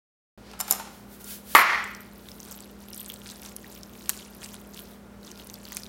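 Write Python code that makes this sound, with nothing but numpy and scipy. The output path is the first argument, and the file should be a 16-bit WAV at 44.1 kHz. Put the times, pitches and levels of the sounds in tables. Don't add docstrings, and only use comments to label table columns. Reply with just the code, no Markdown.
import sys
import numpy as np
from scipy import signal
from scipy.fft import rfft, irfft
from scipy.io import wavfile
from scipy.ndimage import minimum_filter1d

SR = 44100
rng = np.random.default_rng(int(sys.argv[2]) if len(sys.argv) > 2 else 0)


def put_to_file(sound):
    columns = np.atleast_2d(sound).T
    safe = np.clip(columns, -1, 1)
    whole_steps = np.round(safe * 32767)
    wavfile.write(sys.argv[1], SR, whole_steps.astype(np.int16))


N = 259484
TIME = np.arange(N) / SR


def from_db(db):
    return 10 ** (np.asarray(db) / 20)


def rms_one(x):
    return x / np.sqrt(np.mean(x ** 2) + 1e-20)


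def at_hz(points, hz):
    f, value = np.transpose(points)
    return np.interp(np.log(np.maximum(hz, 1)), np.log(f), value)


def drift(rate):
    knots = rng.standard_normal(2000)
    return np.interp(TIME * rate, np.arange(len(knots)), knots)


def low_cut(x, hz):
    high_pass = signal.butter(3, hz, "high", fs=SR, output="sos")
    return signal.sosfilt(high_pass, x)


def noise(spectrum, size):
    hz = np.arange(size // 2 + 1) * SR / size
    phases = np.exp(2j * np.pi * rng.random(len(hz)))
    return rms_one(irfft(from_db(at_hz(spectrum, hz)) * phases, size))


def burst(spectrum, t60, low_hz=450):
    decay = from_db(-60 * TIME[:8192] / t60)
    return low_cut(noise(spectrum, size=8192) * decay, low_hz)


def pulse(spectrum):
    size = 2048
    hz = np.arange(size // 2 + 1) * SR / size
    cepstrum = irfft(np.log(from_db(at_hz(spectrum, hz))))
    folded = 2 * cepstrum[:size // 2]
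    return rms_one(irfft(np.exp(rfft(folded, size)))) / np.sqrt(size)


def ring(modes, scatter_db, pitch=1, low_hz=600, size=8192):
    t, total = TIME[:size], 0
    for k, (hz, db, t60) in enumerate(modes):
        envelope = from_db(db + scatter_db * rng.normal() - 60 * t / t60)
        total = total + (-1) ** k * envelope * np.sin(2 * np.pi * hz * pitch * t)
    return low_cut(total, low_hz)


def add(track, s, sound):
    part = track[int(s * SR):][:len(sound)]
    part += sound[:len(part)]


# start_s, level_db
PICK_UP_CLACKS = [(.592, -29.5), (.5995, -26), (.6030, -14), (.610, -12.5), (.680, -26), (.704, -22),
                  (.7096, -3.5), (.7118, -7), (.7237, -11), (.732, -24), (.750, -26), (.794, -33),
                  (1.243, -29.5)]
# pitch_hz, level_db, t60_s
STICK_MODES = [(3730, -26.5, 0.033), (5190, -14.5, 0.03), (7150, -13.5, 0.025), (9190, -14, 0.025),
               (11430, -10.5, 0.023), (13850, -11, .012)]
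# frequency_hz, level_db_per_hz
CRACK_COLOUR = [(600, -1.5), (2000, -8.5), (3300, -21), (5500, 1.5), (10000, 1), (13000, 3), (16000, -6.5)]


def clacks(touches, crack_db=-7, crack_t60=0.01):
    out = np.zeros(N)
    for s, db in touches:
        ringing = ring(STICK_MODES, scatter_db=1.5, pitch=1 + .01 * rng.normal())
        crack = from_db(crack_db) * burst(CRACK_COLOUR, crack_t60)
        add(out, s, from_db(db) * (ringing + crack))
    return out


# start_s, level_db
TABLE_KNOCKS = [(1.5505, 11.5), (1.5655, -2.5), (1.5768, 3.5)]
# pitch_hz, level_db, t60_s
TABLE_MODES = [(207.6, -49.5, .12), (296, -28, 0.018), (374, -46.5, 0.21), (819, -18.5, 0.043),
               (907, -18.5, 0.048), (1095, -10.5, 0.041), (1182, -1.5, 0.0132), (1384, -14.5, 0.048),
               (1800, -52, 0.058), (2260, -20.5, 0.027), (3170, -13.5, 0.005), (4680, -22.5, 0.0079)]
# frequency_hz, level_db_per_hz
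BLOW_COLOUR = [(150, -13.5), (300, -18), (600, -9.5), (900, -0.5), (1300, 3.5), (1600, -1.5), (1900, 4.5),
               (2300, 0.5), (2700, -9), (3600, -16), (4400, -16), (7000, -24.5), (10000, -41.5),
               (16000, -23.5)]


def knock(blow_db=10):
    modes, blows = np.zeros((2, N))
    for s, db in TABLE_KNOCKS:
        add(modes, s, from_db(db) * ring(TABLE_MODES, scatter_db=5.25, low_hz=245))
        add(blows, s, from_db(db + blow_db) * pulse(BLOW_COLOUR))
    return modes, low_cut(blows, 170)


CLATTER_DB, BOUNCE_S, BOUNCE_SHRINK, BOUNCE_LOSS_DB = -3.5, .0145, .86, 2.5
SECOND_STICK_LAG_S, SECOND_STICK_DB = 0.0041, 2.5
CLATTER_LOW_HZ = 8450


def bounces(count=8):
    s, touches = TABLE_KNOCKS[0][0], []
    for k in range(count):
        db = CLATTER_DB - BOUNCE_LOSS_DB * k
        second_s = s + SECOND_STICK_LAG_S * rng.uniform(0.44, 1.5)
        touches += [(s, db), (second_s, db + SECOND_STICK_DB)]
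        s += BOUNCE_S * BOUNCE_SHRINK ** k
    return touches


def clatter():
    return low_cut(clacks(bounces()), CLATTER_LOW_HZ)


# start_s, level_db
REST_NUDGES = [(.534, -39), (.602, -28.5), (0.682, -35), (0.712, -29.5), (.733, -28.5), (.797, -31.5),
               (.826, -43), (.872, -42)]
# frequency_hz, level_db_per_hz
REST_COLOUR = [(250, -15), (550, -2.5), (780, -1.5), (1300, -1.5), (2200, -3.5), (5000, -9), (15000, -23)]
# pitch_hz, level_db, t60_s
SLAT_MODES = [(725, -13.5, 0.14), (824, -3.5, 0.11), (950, -14, .07), (1310, -10, 0.11)]
LIFT_S, DRAG_DB, DRAG_RISE_DB_PER_S, DRAG_FALL_DB_PER_S = 0.75, -45.5, 55, 78


def rest(scuff_db=-2):
    before_lift_db = DRAG_RISE_DB_PER_S * (LIFT_S - TIME)
    after_lift_db = DRAG_FALL_DB_PER_S * (TIME - LIFT_S)
    drag_db = DRAG_DB - np.maximum(before_lift_db, after_lift_db)
    out = from_db(drag_db) * low_cut(noise(REST_COLOUR, size=N), 500)
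    for s, db in REST_NUDGES:
        slats = ring(SLAT_MODES, scatter_db=2, pitch=1 + .08 * rng.normal())
        scuff = from_db(scuff_db) * burst(REST_COLOUR, t60=0.044)
        add(out, s, from_db(db) * (slats + scuff))
    return out


SWELL_SHAPE = 1.73


def swell(s, length_s):
    return .5 ** (np.abs(2 * (TIME - s) / length_s) ** SWELL_SHAPE)


# middle_s, length_s, level_db
FINGER_SLIDES = [(0.707, 0.043, -36.5), (0.965, 0.14, -55), (1.139, 0.068, -49), (1.212, 0.02, -47),
                 (1.317, 0.095, -36.5), (1.529, 0.093, -39), (2.294, 0.17, -54.5), (4.068, 0.11, -52),
                 (4.911, .11, -56.5)]
# frequency_hz, level_db_per_hz
SKIN_COLOUR = [(880, -33.5), (1500, -11.5), (2080, -16), (2370, -14), (3380, -11), (7840, -12.5),
               (11400, -8), (16000, -8.5)]
# frequency_hz, level_db_per_hz
SCRAPE_COLOUR = [(1500, -11), (2800, -5), (4500, -1), (8000, -17), (16000, -25)]
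SCRAPE_S, SCRAPE_LENGTH_S, SCRAPE_DB = 0.5, 0.087, -54


def slides():
    strength = sum(from_db(db) * swell(s, length_s) for s, length_s, db in FINGER_SLIDES)
    sliding = strength * noise(SKIN_COLOUR, size=N)
    scrape = from_db(SCRAPE_DB) * swell(SCRAPE_S, SCRAPE_LENGTH_S) * noise(SCRAPE_COLOUR, size=N)
    return sliding + scrape


# start_s, level_db, brightness_db_per_octave, pitch_ratio
DAMPED_TICKS = [(.5145, -40, -6, 0.41), (4.094, -14.5, -0.5, 1.005), (4.0995, -22, -2.5, 1.14),
                (4.1073, -34.5, 2, 0.54), (4.543, -37, -4, 0.88), (5.7213, -32, -4.5, 1.22),
                (5.7692, -21.5, 2, 0.86)]
# pitch_hz, level_db, t60_s
TICK_MODES = [(886, -12, 0.0031), (1610, -6.5, 0.0086), (2100, -14, 0.0062), (2836, -11, 0.016),
              (3820, -13, 0.011), (6880, 3, 0.0024), (8940, 6, 0.0025), (12600, 10.5, 0.0017)]


def ticks(crack_db=-7):
    out = np.zeros(N)
    for s, db, tilt_db, pitch in DAMPED_TICKS:
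        modes = [(hz, level + tilt_db * np.log2(hz / 7000), t60) for hz, level, t60 in TICK_MODES]
        crack = from_db(crack_db) * burst(CRACK_COLOUR, t60=.009)
        add(out, s, from_db(db) * (ring(modes, scatter_db=3.5, pitch=pitch) + crack))
    return out


# start_s, end_s
FOOD_DIGS = [(1.75, 4.96), (5.24, 7.7)]
DIG_FADE_S = 0.052


def digging():
    inside = 0
    for start, end in FOOD_DIGS:
        edge_s = np.minimum(TIME - start, end - TIME)
        inside = inside + np.clip(edge_s / DIG_FADE_S + .5, 0, 1)
    return inside


# middle_s, length_s, wet_squelch_db, leaf_rustle_db
FOOD_STROKES = [(2.5, 0.099, -45, -43.5), (2.623, 0.056, -56, -46), (2.973, 0.16, -57, -43),
                (3.102, 0.069, -52.5, -44), (3.29, 0.14, -47, -64), (3.47, 0.089, -45.5, -71),
                (3.716, .11, -50.5, -54), (4.172, 0.38, -51.5, -56.5), (4.437, .06, -42.5, -73),
                (4.547, 0.11, -50.5, -55), (4.79, 0.084, -46, -48.5), (5.278, 0.073, -48.5, -71),
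                (5.392, 0.059, -48.5, -46), (5.527, 0.14, -56.5, -45), (5.742, 0.12, -45, -45)]
DIG_WET_DB, DIG_LEAF_DB = -60.5, -57.5


def food_levels():
    inside = digging()
    wet, leafy = from_db(DIG_WET_DB) * inside, from_db(DIG_LEAF_DB) * inside
    for s, length_s, wet_db, leaf_db in FOOD_STROKES:
        speed = swell(s, length_s)
        wet = np.hypot(wet, from_db(wet_db) * speed)
        leafy = np.hypot(leafy, from_db(leaf_db) * speed)
    return wet, leafy


SMALL_POPS_PER_S, SMALL_POP_DB, SMALL_POP_SPREAD_DB = 36, 11.5, 4
SMALL_POP_LOW_HZ, SMALL_POP_HIGH_HZ = 2710, 9850


def small_pops(wet, count=300):
    wait, pitch, strength = rng.random((count, 3)).T
    times = FOOD_DIGS[0][0] + np.cumsum(-np.log(1 - wait)) / SMALL_POPS_PER_S
    squelch_db = 20 * np.log10(np.interp(times, TIME, wet) + 1e-9)
    levels = squelch_db + SMALL_POP_DB + SMALL_POP_SPREAD_DB * (2 * strength - 1)
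    pitches = SMALL_POP_LOW_HZ * (SMALL_POP_HIGH_HZ / SMALL_POP_LOW_HZ) ** pitch
    return [row for row in zip(times, levels, pitches) if row[0] < TIME[-1]]


# start_s, level_db, pitch_hz
LOUD_POPS = [(1.8417, -28, 7570), (1.949, -30, 5640), (2.0063, -32, 12700), (2.3166, -32, 5260),
             (2.4022, -28, 6000), (2.4307, -32, 6110), (2.605, -28, 7940), (2.9325, -28, 5670),
             (2.9448, -27, 9000), (2.979, -28, 8000), (3.0055, -27.5, 8900), (3.0612, -27, 8370),
             (3.1398, -26, 8200), (3.4185, -27, 12100), (3.5643, -21.5, 10000), (3.8327, -28, 5450),
             (4.1753, -30, 7110), (4.4458, -27, 7760), (5.3154, -28.5, 6200), (5.471, -27.5, 10800),
             (5.499, -27.5, 5920), (5.5414, -31, 4760), (5.6527, -30, 4500), (5.8341, -27.5, 4840),
             (2.2867, -31, 3710), (3.0999, -28, 3290), (3.1602, -35, 3950), (3.6441, -35.5, 1900),
             (4.4318, -39.5, 2290), (5.8641, -33, 3820)]


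def pops(wet, tone_db=-2, splash_db=-9):
    out = np.zeros(N)
    for s, db, hz in list(LOUD_POPS) + small_pops(wet):
        cycles = TIME[:8192] * hz
        envelope = cycles / 2 * np.exp(1 - cycles / 2)
        tone = envelope * np.sin(2 * np.pi * cycles)
        splash_colour = [(800, -18), (hz / 2, -5), (hz, 0), (2 * hz, -6), (4 * hz, -20)]
        splash = burst(splash_colour, t60=.014)
        add(out, s, from_db(db) * (from_db(tone_db) * tone + from_db(splash_db) * splash))
    return out


def crackle(spectrum, per_s, spread_db, smooth_db, width_hz=1700):
    born = rng.random(N) < per_s * from_db(4 * drift(35)) / SR
    size_db = spread_db * np.minimum(rng.exponential(1, N), 3.5)
    sizes = born * from_db(size_db) * rng.choice([-1, 1], N)
    pitches, dealt, out = np.linspace(1600, 15500, 18), rng.integers(0, 18, N), 0
    for k, hz in enumerate(pitches):
        b, a = signal.iirpeak(hz, hz / min(width_hz, hz / 2), fs=SR)
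        impulses = sizes * (dealt == k) + 1e-18
        grains = signal.lfilter(b, a, signal.lfilter(b, a, impulses))
        out = out + from_db(at_hz(spectrum, hz)) * grains
    hiss = from_db(smooth_db) * noise(spectrum, size=N)
    return rms_one(rms_one(out) + hiss)


# frequency_hz, level_db_per_hz
SQUELCH_COLOUR = [(1500, -5.5), (3500, -2), (7000, -3), (10000, -8), (16000, -12)]
# frequency_hz, level_db_per_hz
LEAF_COLOUR = [(1400, -30), (3000, -3.5), (7000, -18.5), (10000, -5), (13500, -1), (16000, -1)]
# frequency_hz, level_db_per_hz
MUSH_COLOUR = [(400, -9), (850, 2.5), (1500, 0.5), (3000, -25)]


def stirring(wet, leafy, squelch_db=-1, leaves_db=-3, mush_db=-12):
    wet_crackle = crackle(SQUELCH_COLOUR, per_s=1600, spread_db=7.0, smooth_db=-7.5)
    leaf_crackle = crackle(LEAF_COLOUR, per_s=1800, spread_db=11, smooth_db=-32)
    squelch = wet * from_db(squelch_db) * wet_crackle
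    rustle = leafy * from_db(leaves_db) * leaf_crackle
    mush = wet * from_db(mush_db + 1.7 * drift(60)) * noise(MUSH_COLOUR, size=N)
    return low_cut(squelch + rustle + mush, 550)


# pitch_hz, level_db, t60_s
BOWL_MODES = [(960, -24, 0.39), (1184, -34, 0.322), (1793, -31.5, 0.205), (2630, -50, 0.32),
              (4290, -40, 0.48)]


def bowl():
    out, (s, db) = np.zeros(N), TABLE_KNOCKS[0]
    add(out, s, from_db(db) * ring(BOWL_MODES, scatter_db=3.0, size=SR))
    return out


# frequency_hz, t60_s
KITCHEN_T60 = [(150, 0.61), (600, .52), (2000, 0.61), (6000, 0.62), (14000, 0.27)]


def kitchen(x, build_s=0.0016):
    t, edges, tail = TIME[:SR], np.geomspace(100, 18000, 11), 0
    for low, high in zip(edges, edges[1:]):
        band_pass = signal.butter(2, [low, high], "band", fs=SR, output="sos")
        band = signal.sosfilt(band_pass, rng.standard_normal(SR))
        t60 = at_hz(KITCHEN_T60, np.sqrt(low * high))
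        tail = tail + band * from_db(-60 * t / t60)
    tail = tail * (1 - np.exp(-t / build_s))
    return signal.fftconvolve(x, rms_one(tail) / np.sqrt(SR))[:N]


# pitch_hz, rms_level_db (before wavering), wavering_share
FRIDGE_TONES = [(57.8, -59.5, 0.11), (71, -67, 0.12), (115.6, -64.5, 0.37), (174, -62, 0.35),
                (202.2, -52, 0.18), (239.4, -59, 0.136), (434, -72.5, 0.37), (588, -67, 0.14),
                (1407, -71, 0.53)]
# frequency_hz, level_db_per_hz
AIR_COLOUR = [(20, -55.5), (40, -31), (52, -2), (130, -6.5), (220, -5), (380, -1.5), (600, -8),
              (1000, -11.5), (1600, -16), (3000, -23.5), (7000, -28.5), (16000, -31.5)]
AIR_DB = -51.5


def background():
    hum = 0
    for hz, db, waver in FRIDGE_TONES:
        wavering = 1 + waver * (drift(14) + 1j * drift(15))
        carrier = np.exp(2j * np.pi * (hz * TIME + rng.random()))
        hum = hum + from_db(db) * np.sqrt(2) * np.real(wavering * carrier)
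    return hum + from_db(AIR_DB) * noise(AIR_COLOUR, size=N)


def scene():
    sticks = clacks(PICK_UP_CLACKS) + clatter()
    scuffs, tips = rest(), ticks()
    table, blows = knock()
    slide = slides()
    wet, leafy = food_levels()
    food = pops(wet) + stirring(wet, leafy)
    to_room = from_db(-13.0) * sticks + from_db(-6.5) * scuffs
    to_room += from_db(-17.5) * table + from_db(3.0) * blows
    to_room += from_db(-16.5) * tips + from_db(-18.5) * (food + slide)
    direct = sticks + scuffs + table + from_db(-16) * blows + bowl() + slide + tips + food
    return (direct + kitchen(to_room) + background())[None]


def limiter(x, threshold_db=-1, hold_s=0.098, release_db_per_s=90, attack_s=0.0042):
    over = np.maximum(20 * np.log10(np.abs(x) + 1e-9) - threshold_db, 0)
    size = int(hold_s * SR)
    held = -minimum_filter1d(-over, size, origin=(size - 1) // 2)
    climb_db = release_db_per_s * TIME
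    released = np.maximum.accumulate(held + climb_db) - climb_db
    r = np.exp(-1 / (attack_s * SR))
    reduction_db = signal.lfilter([1 - r], [1, -r], released)
    return x * from_db(-reduction_db)


START_S, CUTOFF_HZ = .376, 16000


def record(dry):
    opened = limiter(dry[0]) * (TIME > START_S)
    clipped = np.clip(opened, -1, 1)
    top_cut = signal.ellip(10, .1, 70, CUTOFF_HZ, fs=SR, output="sos")
    return signal.sosfilt(top_cut, clipped)[None]


dry = scene()
out = record(dry)
put_to_file(out)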